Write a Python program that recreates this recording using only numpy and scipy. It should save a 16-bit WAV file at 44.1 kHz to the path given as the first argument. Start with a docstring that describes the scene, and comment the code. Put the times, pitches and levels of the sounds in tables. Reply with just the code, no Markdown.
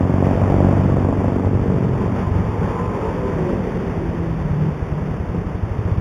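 """A single-cylinder motorcycle thumps and clatters at the roadside, right under a microphone at the
rider's seat. Twice the throttle opens and the airbox honks; the revs rise again at the end.
Out in the street, over tyre hiss and rumble, three bikes pass: one gathers speed with a hard putter,
one cruises with a steady boom, and a later one whines by and coasts off, its exhaust orders sinking.
The microphone feeds a narrow-band 8 kHz link."""
import sys
import numpy as np
from scipy import signal
from scipy.io import wavfile
from scipy.ndimage import map_coordinates

SR = 44100
rng = np.random.default_rng(int(sys.argv[2]) if len(sys.argv) > 2 else 0)


def log_audio(samples):
    """Write samples as a 16-bit WAV file to the path given in sys.argv[1]."""
    # one column per channel
    frames = np.atleast_2d(samples).T
    # limit to full scale, then quantise
    limited = np.clip(frames, -1, 1)
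    pcm = np.round(limited * 32767).astype(np.int16)
    wavfile.write(sys.argv[1], SR, pcm)


N = 264996
TIME = np.arange(N) / SR
LINK_HZ = 8000

# street rumble: (frequency [Hz], relative level [dB])
RUMBLE_SPECTRUM = [(15, -36), (28, -17.5), (45, 6), (70, 3), (120, 3.5), (200, -2.5), (350, -10),
                   (700, -24.5), (2000, -40.5)]
# tyres on the road: (frequency [Hz], relative level [dB])
TYRE_SPECTRUM = [(200, 3), (450, 3), (700, -2.5), (950, -3), (1400, -10.5), (1900, -11.5), (2600, -17.5),
                 (3300, -22), (3900, -23)]
# brief flares of the hiss: (time [s], relative level [dB])
HISS_FLARES = [(.22, -23.5), (.74, -28), (2.14, -23.5), (2.62, -33)]

# an exhaust barking under load: (frequency [Hz], relative level [dB])
BARK_SPECTRUM = [(60, -25), (120, -1.5), (270, 2), (360, -4), (430, -8), (500, -4), (650, -5), (850, -12.5),
                 (1150, -17.5), (1600, -31), (2400, -46.5), (3600, -54.5)]
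# the bark and its bounces off road and bodywork: (delay [s], relative level [dB])
BARK_PATHS = [(0, -1.5), (.0037, -14.5), (.0071, -23.5), (0.0118, -9)]
# engine speed of the pulling bike: (time [s], firing rate [1/s])
PULLING_SPEED = [(0, 22.7), (2, 27.74), (3, 28.5)]

# engine speed of the cruising bike: (time [s], firing rate [1/s])
CRUISING_SPEED = [(0, 45.2), (.25, 47), (.45, 47.7), (.7, 47.6), (1, 47.35), (1.4, 47.5), (2.5, 47.4)]
# its exhaust booming under load: (frequency [Hz], relative level [dB])
BOOM_SPECTRUM = [(25, -51), (48, -12), (95, -1), (143, -1.5), (190, -4.5), (238, -6.5), (300, -15),
                 (430, -16), (550, -35), (1000, -54), (3000, -75)]
# its tailpipe from behind: (frequency [Hz], relative level [dB])
TAILPIPE_SPECTRUM = [(100, -14), (150, -7), (190, 4.5), (238, 1), (285, -3.5), (335, -5.5), (380, 1),
                     (428, 4), (475, -1.5), (525, -10.5), (700, -16), (1500, -35), (3500, -61)]

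# engine speed of the coasting bike: (time [s], firing rate [1/s])
COASTING_SPEED = [(2.3, 51.5), (2.7, 52.9), (2.95, 54.7), (3.28, 56.4), (3.4, 53.4), (3.52, 49.4),
                  (3.58, 48.6), (3.68, 43.4), (3.87, 43.3), (4.05, 42.3), (4.28, 41.5), (4.42, 38.4),
                  (4.52, 37.2), (4.68, 38.3), (4.95, 37.8), (6, 38.5)]
# four resonances that pick out its orders, low to high: (time [s], frequency [Hz], peak level [dB])
PIPE_RESONANCE = [(2.4, 160, -42), (3.27, 165, -36), (3.4, 160, -20), (3.55, 193, -23), (3.68, 172, -29),
                  (3.88, 173, -25), (4.25, 166, -27), (4.42, 154, -19), (4.54, 150, -17.5),
                  (4.63, 152, -12), (4.8, 152, -29), (5.05, 152, -21), (5.2, 152, -36), (6, 152, -44)]
GROWL_RESONANCE = [(2.3, 465, -41), (2.85, 485, -31), (3.05, 440, -29), (3.25, 395, -25.5), (3.4, 373, -28),
                   (3.54, 343, -26), (3.68, 310, -55)]
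SNARL_RESONANCE = [(2.6, 540, -55), (3, 548, -35), (3.25, 505, -28), (3.45, 480, -38), (3.72, 433, -31),
                   (3.87, 390, -27), (4.03, 347, -30.5), (4.26, 336, -30), (4.5, 310, -44), (6, 305, -60)]
BUZZ_RESONANCE = [(3.2, 610, -65), (3.38, 590, -36), (3.53, 543, -30), (3.63, 510, -38), (3.74, 477, -31),
                  (3.92, 470, -65)]
# gas rasping in its muffler: (frequency [Hz], relative level [dB])
MUFFLER_SPECTRUM = [(50, -19.5), (120, -11), (210, 2.5), (290, -3), (390, 1.5), (510, -7.5), (650, -19.5),
                    (900, -17.5), (1400, -34), (3500, -37)]
# its high orders, singing while it pulls: (frequency [Hz], relative level [dB])
SINGING_SPECTRUM = [(700, -27), (810, -7), (890, 0.5), (970, -9), (1045, -11), (1110, -10.5), (1180, -11.5),
                    (1265, -7.5), (1400, -28)]
# its thin whine, which climbs and twice steps back down: (time [s], frequency [Hz])
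WHINE_PITCH = [(2.1, 1021), (2.4, 1034), (2.7, 1059), (2.73, 1018), (2.81, 1018), (2.95, 1041),
               (3.05, 1043), (3.08, 996), (3.25, 1012), (3.55, 1009)]
# brief spurts of that whine: (time [s], level [dB])
WHINE_SPURTS = [(2.04, -37.5), (2.27, -38), (2.79, -29), (2.89, -40), (3.24, -35.5), (3.34, -40),
                (3.5, -40)]

# engine speed of the rider's own bike: (time [s], firing rate [1/s])
OWN_SPEED = [(0, 9.28), (0.28, 10.03), (.72, 15.64), (.95, 15.99), (1.39, 9.44), (2.02, 24.58),
             (2.33, 23.41), (2.98, 13.92), (3.65, 8.64), (4.8, 9.93), (5.68, 12.41), (6.01, 17.74)]
# weight of its exhaust: (time [s], relative level [dB])
THUMP_LEVEL = [(.45, 1.5), (1.25, -2), (1.6, 0), (2.15, -11), (2.28, 1), (2.9, -6.5), (4.4, -2),
               (5.4, -2.7), (5.9, 2.2)]
# its exhaust ringing on at high revs: (frequency [Hz], relative level [dB])
RING_SPECTRUM = [(50, -30.5), (78, -7.5), (94, -3.5), (108, -4.5), (150, -21), (300, -56)]
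# its throttle held open: (opening time [s], shutting time [s], honk level over idle [dB])
THROTTLE_OPENINGS = [(.62, 1.006, 11.5), (1.457, 2.085, 12.5)]
# one gulp through its airbox: (frequency [Hz], relative level [dB])
AIRBOX_SPECTRUM = [(60, -20), (95, -12.5), (122, 25.5), (150, 10.5), (220, -25.5), (500, -35)]
# its valve gear clattering: (frequency [Hz], relative level [dB])
CLATTER_SPECTRUM = [(80, -35.5), (170, 15.5), (300, -3), (440, 2.5), (700, -20.5), (1000, -9), (1500, -19),
                    (2200, -25.5), (3500, -38.5)]


def amp(db):
    """Decibels to gain."""
    return 10 ** (np.asarray(db) / 20)


def curves(rows):
    """Each column of a table, joined by straight lines over time."""
    times, *columns = np.transpose(rows)
    return [np.interp(TIME, times, column) for column in columns]


def gain_at(spectrum, hz):
    """The gain of a spectrum at these frequencies."""
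    points, db = np.transpose(spectrum)
    return amp(np.interp(np.log(hz + 1), np.log(points), db))


def colour(x, spectrum, size=8192):
    """Rings x through a causal filter of unit energy with this spectrum, cut to the link's band."""
    hz = abs(np.fft.fftfreq(size, 1 / SR))
    gain = gain_at(spectrum, hz) / (1 + (2 * hz / LINK_HZ) ** 20)
    minimum_phase = np.exp(np.conj(signal.hilbert(np.log(gain + 1e-9))))
    ring = np.fft.ifft(minimum_phase).real[:size // 2]
    return signal.oaconvolve(x, ring / np.linalg.norm(ring))[:N]


def wander(per_s):
    """A smooth random drift of rms 1."""
    knots = rng.standard_normal(2000)
    drift = np.interp(TIME * per_s, np.arange(len(knots)), knots)
    return drift / np.sqrt(np.mean(drift ** 2))


def wavering_phase(hz, depth, per_s):
    """Phase in radians of a frequency that wavers by the fraction depth."""
    return 2 * np.pi * np.cumsum(hz * (1 + depth * wander(per_s))) / SR


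def swell(at_s, width_s):
    """A bell-shaped rise from 0 to 1 and back."""
    return np.exp(-((TIME - at_s) / width_s) ** 2)


def passing(nearest_s, span_s):
    """Gain on driving past the microphone: one over distance, 3 dB down span_s from the nearest point."""
    return 1 / np.hypot(1, (TIME - nearest_s) / span_s)


def leaving(from_s, db_per_s):
    """Gain of a vehicle dropping out of earshot down the street."""
    return amp(-db_per_s * np.maximum(TIME - from_s, 0))


def strokes(rate, angle, spread_db):
    """One kick of uneven size each time the engine cycle passes this angle (in cycles)."""
    cycle = np.floor(np.cumsum(rate) / SR - angle)
    strength = amp(spread_db * np.clip(rng.standard_normal(N), -2, 2))
    return np.diff(cycle, prepend=cycle[0]) * strength * np.sqrt(SR)


def puffs(kicks, decay_s):
    """Each kick lets off a dying burst of turbulence of the same energy."""
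    keep = np.exp(-2 / (decay_s * SR))
    energy = signal.lfilter([1 - keep], [1, -keep], kicks ** 2)
    return np.sqrt(energy) * rng.standard_normal(N)


def road():
    """All around: tyre hiss swells with the traffic and flares; rumble grows as the last bike goes by."""
    tyres = [amp(-32),
             amp(-26.5) * passing(nearest_s=.52, span_s=.43),
             amp(-28.5) * passing(nearest_s=3.27, span_s=.86)]
    rise_s, fade_s = .038, .096
    flares = [amp(db) * np.interp(TIME - s, [0, rise_s], [0, 1]) * np.exp(-abs(TIME - s) / fade_s)
              for s, db in HISS_FLARES]
    level = np.sqrt(sum(gain ** 2 for gain in tyres + flares))
    hiss = colour(rng.standard_normal(N), TYRE_SPECTRUM) * level * amp(.55 * wander(per_s=20))
    rumble = colour(rng.standard_normal(N), RUMBLE_SPECTRUM)
    rumble_db = -29.3 + 3.3 * swell(at_s=3.7, width_s=1.2) + wander(per_s=6)
    return hiss + rumble * amp(rumble_db)


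def street_echo(x, wet_db, t60_s, count=60):
    """Walls and road throw a scatter of dying echoes back to the microphone."""
    delay_s = rng.uniform(.0059, .18, count)
    taps = np.zeros(SR)
    taps[(delay_s * SR).astype(int)] = rng.choice([-1, 1], count) * amp(-60 * delay_s / t60_s)
    return x + amp(wet_db) * signal.oaconvolve(x, taps / np.linalg.norm(taps))[:N]


def bark(kicks):
    """Hard exhaust pulses with their bounces and a short rasp of gas."""
    bounced = sum(amp(db) * np.pad(kicks, (round(s * SR), 0))[:N] for s, db in BARK_PATHS)
    rasp = .6 * puffs(kicks, decay_s=.007)
    return colour(bounced + rasp, BARK_SPECTRUM)


def pulling_bike():
    """Out in the street, gathering speed: every firing is a separate bark, a few early ones harder."""
    rate, = curves(PULLING_SPEED)
    firing = strokes(rate, angle=.17, spread_db=.8)
    level = amp(-39 + 2.5 * swell(at_s=.28, width_s=.09))
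    return bark(firing) * level * passing(nearest_s=.75, span_s=.89) * leaving(from_s=1.3, db_per_s=8.5)


def cruising_bike(firing_angle=.38):
    """Steady firings merge into a boom over a drone; it barks up close, then its tailpipe rings."""
    rate, = curves(CRUISING_SPEED)
    firing = strokes(rate, angle=firing_angle + .007 * wander(per_s=47), spread_db=1.1)
    surge_db = 4 * swell(at_s=.655, width_s=.035) + .8 * wander(per_s=12)
    boom = colour(firing, BOOM_SPECTRUM) * amp(-34.3 + surge_db)
    boom *= passing(nearest_s=.7, span_s=.45) * leaving(from_s=1.5, db_per_s=2)
    cycles = np.cumsum(rate) / SR - firing_angle
    drone = np.sin(4 * np.pi * cycles) * amp(-30.5 + 3.5 * wander(per_s=22))  # second order
    drone *= passing(nearest_s=.38, span_s=.35) * leaving(from_s=1.2, db_per_s=10)
    close_bark = bark(firing) * amp(-36) * passing(nearest_s=.52, span_s=.14)
    gas = firing + .4 * puffs(firing, decay_s=.0043)
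    tailpipe = colour(gas, TAILPIPE_SPECTRUM) * amp(-42) * passing(nearest_s=1.7, span_s=.43)
    return (drone - boom - close_bark - tailpipe) * leaving(from_s=2.4, db_per_s=15)


def coasting_bike(half_width_hz=20):
    """Its orders sink as it passes and shuts off; each sings out while it meets a resonance."""
    rate, = curves(COASTING_SPEED)
    resonances = [curves(rows)
                  for rows in (PIPE_RESONANCE, GROWL_RESONANCE, SNARL_RESONANCE, BUZZ_RESONANCE)]
    phase = wavering_phase(rate, depth=.008, per_s=50)
    near = passing(nearest_s=3.5, span_s=.22)
    exhaust = 0
    for order in range(3, 14):
        resonant = [amp(db) / (1 + ((order * rate - hz) / half_width_hz) ** 2) for hz, db in resonances]
        plain = amp(-21) * near / order
        level = np.sqrt(plain ** 2 + sum(gain ** 2 for gain in resonant)) * amp(2.2 * wander(per_s=55))
        exhaust += level * np.sin(order * (phase + order))  # the pipe delays each order differently
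    gas = puffs(strokes(rate, angle=0, spread_db=1), decay_s=.006) / np.sqrt(rate)
    return exhaust + colour(gas, MUFFLER_SPECTRUM) * amp(-29) * near


def whine():
    """The coasting bike approaching: high orders climb until it shuts off, beside a thin, shaky tone."""
    rate, = curves(COASTING_SPEED)
    phase = wavering_phase(rate, depth=.002, per_s=40)
    singing = 0
    for order in range(14, 26):
        level = gain_at(SINGING_SPECTRUM, order * rate) * amp(-35.5 + 2.5 * wander(per_s=25))
        singing += level * np.sin(order * (phase + order))
    singing *= passing(nearest_s=2.88, span_s=.4) * leaving(from_s=3.08, db_per_s=35)
    hz, = curves(WHINE_PITCH)
    tone = np.sin(wavering_phase(hz, depth=.0045, per_s=70))
    spurts = sum(amp(db) * swell(at_s=s, width_s=.05) for s, db in WHINE_SPURTS)
    tone_level = amp(-39) * swell(at_s=2.7, width_s=.65) + spurts
    return singing + tone * tone_level * amp(1.5 * wander(per_s=80))


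def silencer(kicks, centre_hz, lag_s, size=1500):
    """The silencer rounds each kick into one smooth swing of pressure."""
    t = np.arange(-size, size + 1) / SR - lag_s
    u = (np.pi * centre_hz * t) ** 2
    swing = (2 * u - 1) * np.exp(-u)
    return signal.oaconvolve(kicks, swing / np.linalg.norm(swing), "same")


def airbox_honk(gas, ease_s=.051):
    """Each gulp of air rings the airbox, louder while the throttle is open."""
    open_db = sum(db * (np.tanh((TIME - opens) / ease_s) - np.tanh((TIME - shuts) / ease_s)) / 2
                  for opens, shuts, db in THROTTLE_OPENINGS)
    return colour(gas, AIRBOX_SPECTRUM) * amp(open_db - 47)


def valve_clatter(rate, firing):
    """The valve gear rattles at each firing and twice more in the cycle."""
    valves = strokes(rate, angle=.68, spread_db=5) + strokes(rate, angle=.93, spread_db=6)
    rattle = amp(-46.5) * puffs(firing, decay_s=.017) + amp(-49) * puffs(valves, decay_s=.019)
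    return colour(rattle, CLATTER_SPECTRUM)


def own_engine(idle_rate=10, ring_db_per_octave=6, clatter_db_per_octave=1):
    """Right under the microphone: a soft thump per firing that rings at high revs, airbox and valves."""
    rate, = curves(OWN_SPEED)
    thump_db, = curves(THUMP_LEVEL)
    octaves = np.log2(rate / idle_rate)
    firing = strokes(rate, angle=.3, spread_db=.9)
    gas = firing + .18 * puffs(firing, decay_s=.015)
    thump = silencer(gas, centre_hz=79, lag_s=.00898) * amp(thump_db - 36)
    ring = colour(gas, RING_SPECTRUM) * amp(thump_db - 47 + ring_db_per_octave * octaves)
    clatter = valve_clatter(rate, firing) * amp(clatter_db_per_octave * octaves)
    return thump + ring + airbox_honk(gas) + clatter


def scene():
    """From the seat: the rider's own engine close and dry, the traffic echoing out in the street."""
    traffic = street_echo(pulling_bike() + cruising_bike() + coasting_bike(), wet_db=-14.5, t60_s=.4)
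    return (own_engine() + traffic + whine() + road())[None]


def record(dry, low_cut_hz=26.7, ceiling=.92, band_hz=3750, top_hz=15800):
    """One microphone loses the lowest bass and rounds off peaks, then feeds the narrow-band link."""
    low_cut = signal.butter(2, low_cut_hz, "highpass", fs=SR, output="sos")
    heard = signal.sosfiltfilt(low_cut, dry[0])
    rounded = heard / (1 + (heard / ceiling) ** 8) ** (1 / 8)
    narrow = signal.oaconvolve(rounded, signal.firwin(201, band_hz, fs=SR), "same")
    ticks = np.arange(0, N / SR, 1 / LINK_HZ)
    samples = map_coordinates(narrow, [ticks * SR], order=3, mode="nearest")
    joined = np.interp(TIME, ticks, samples)  # straight lines mirror faint copies into the treble
    top_cut = signal.firwin(511, top_hz, window=("kaiser", 9), fs=SR)
    return signal.oaconvolve(joined, top_cut, "same")[None]


dry = scene()
out = record(dry)
log_audio(out)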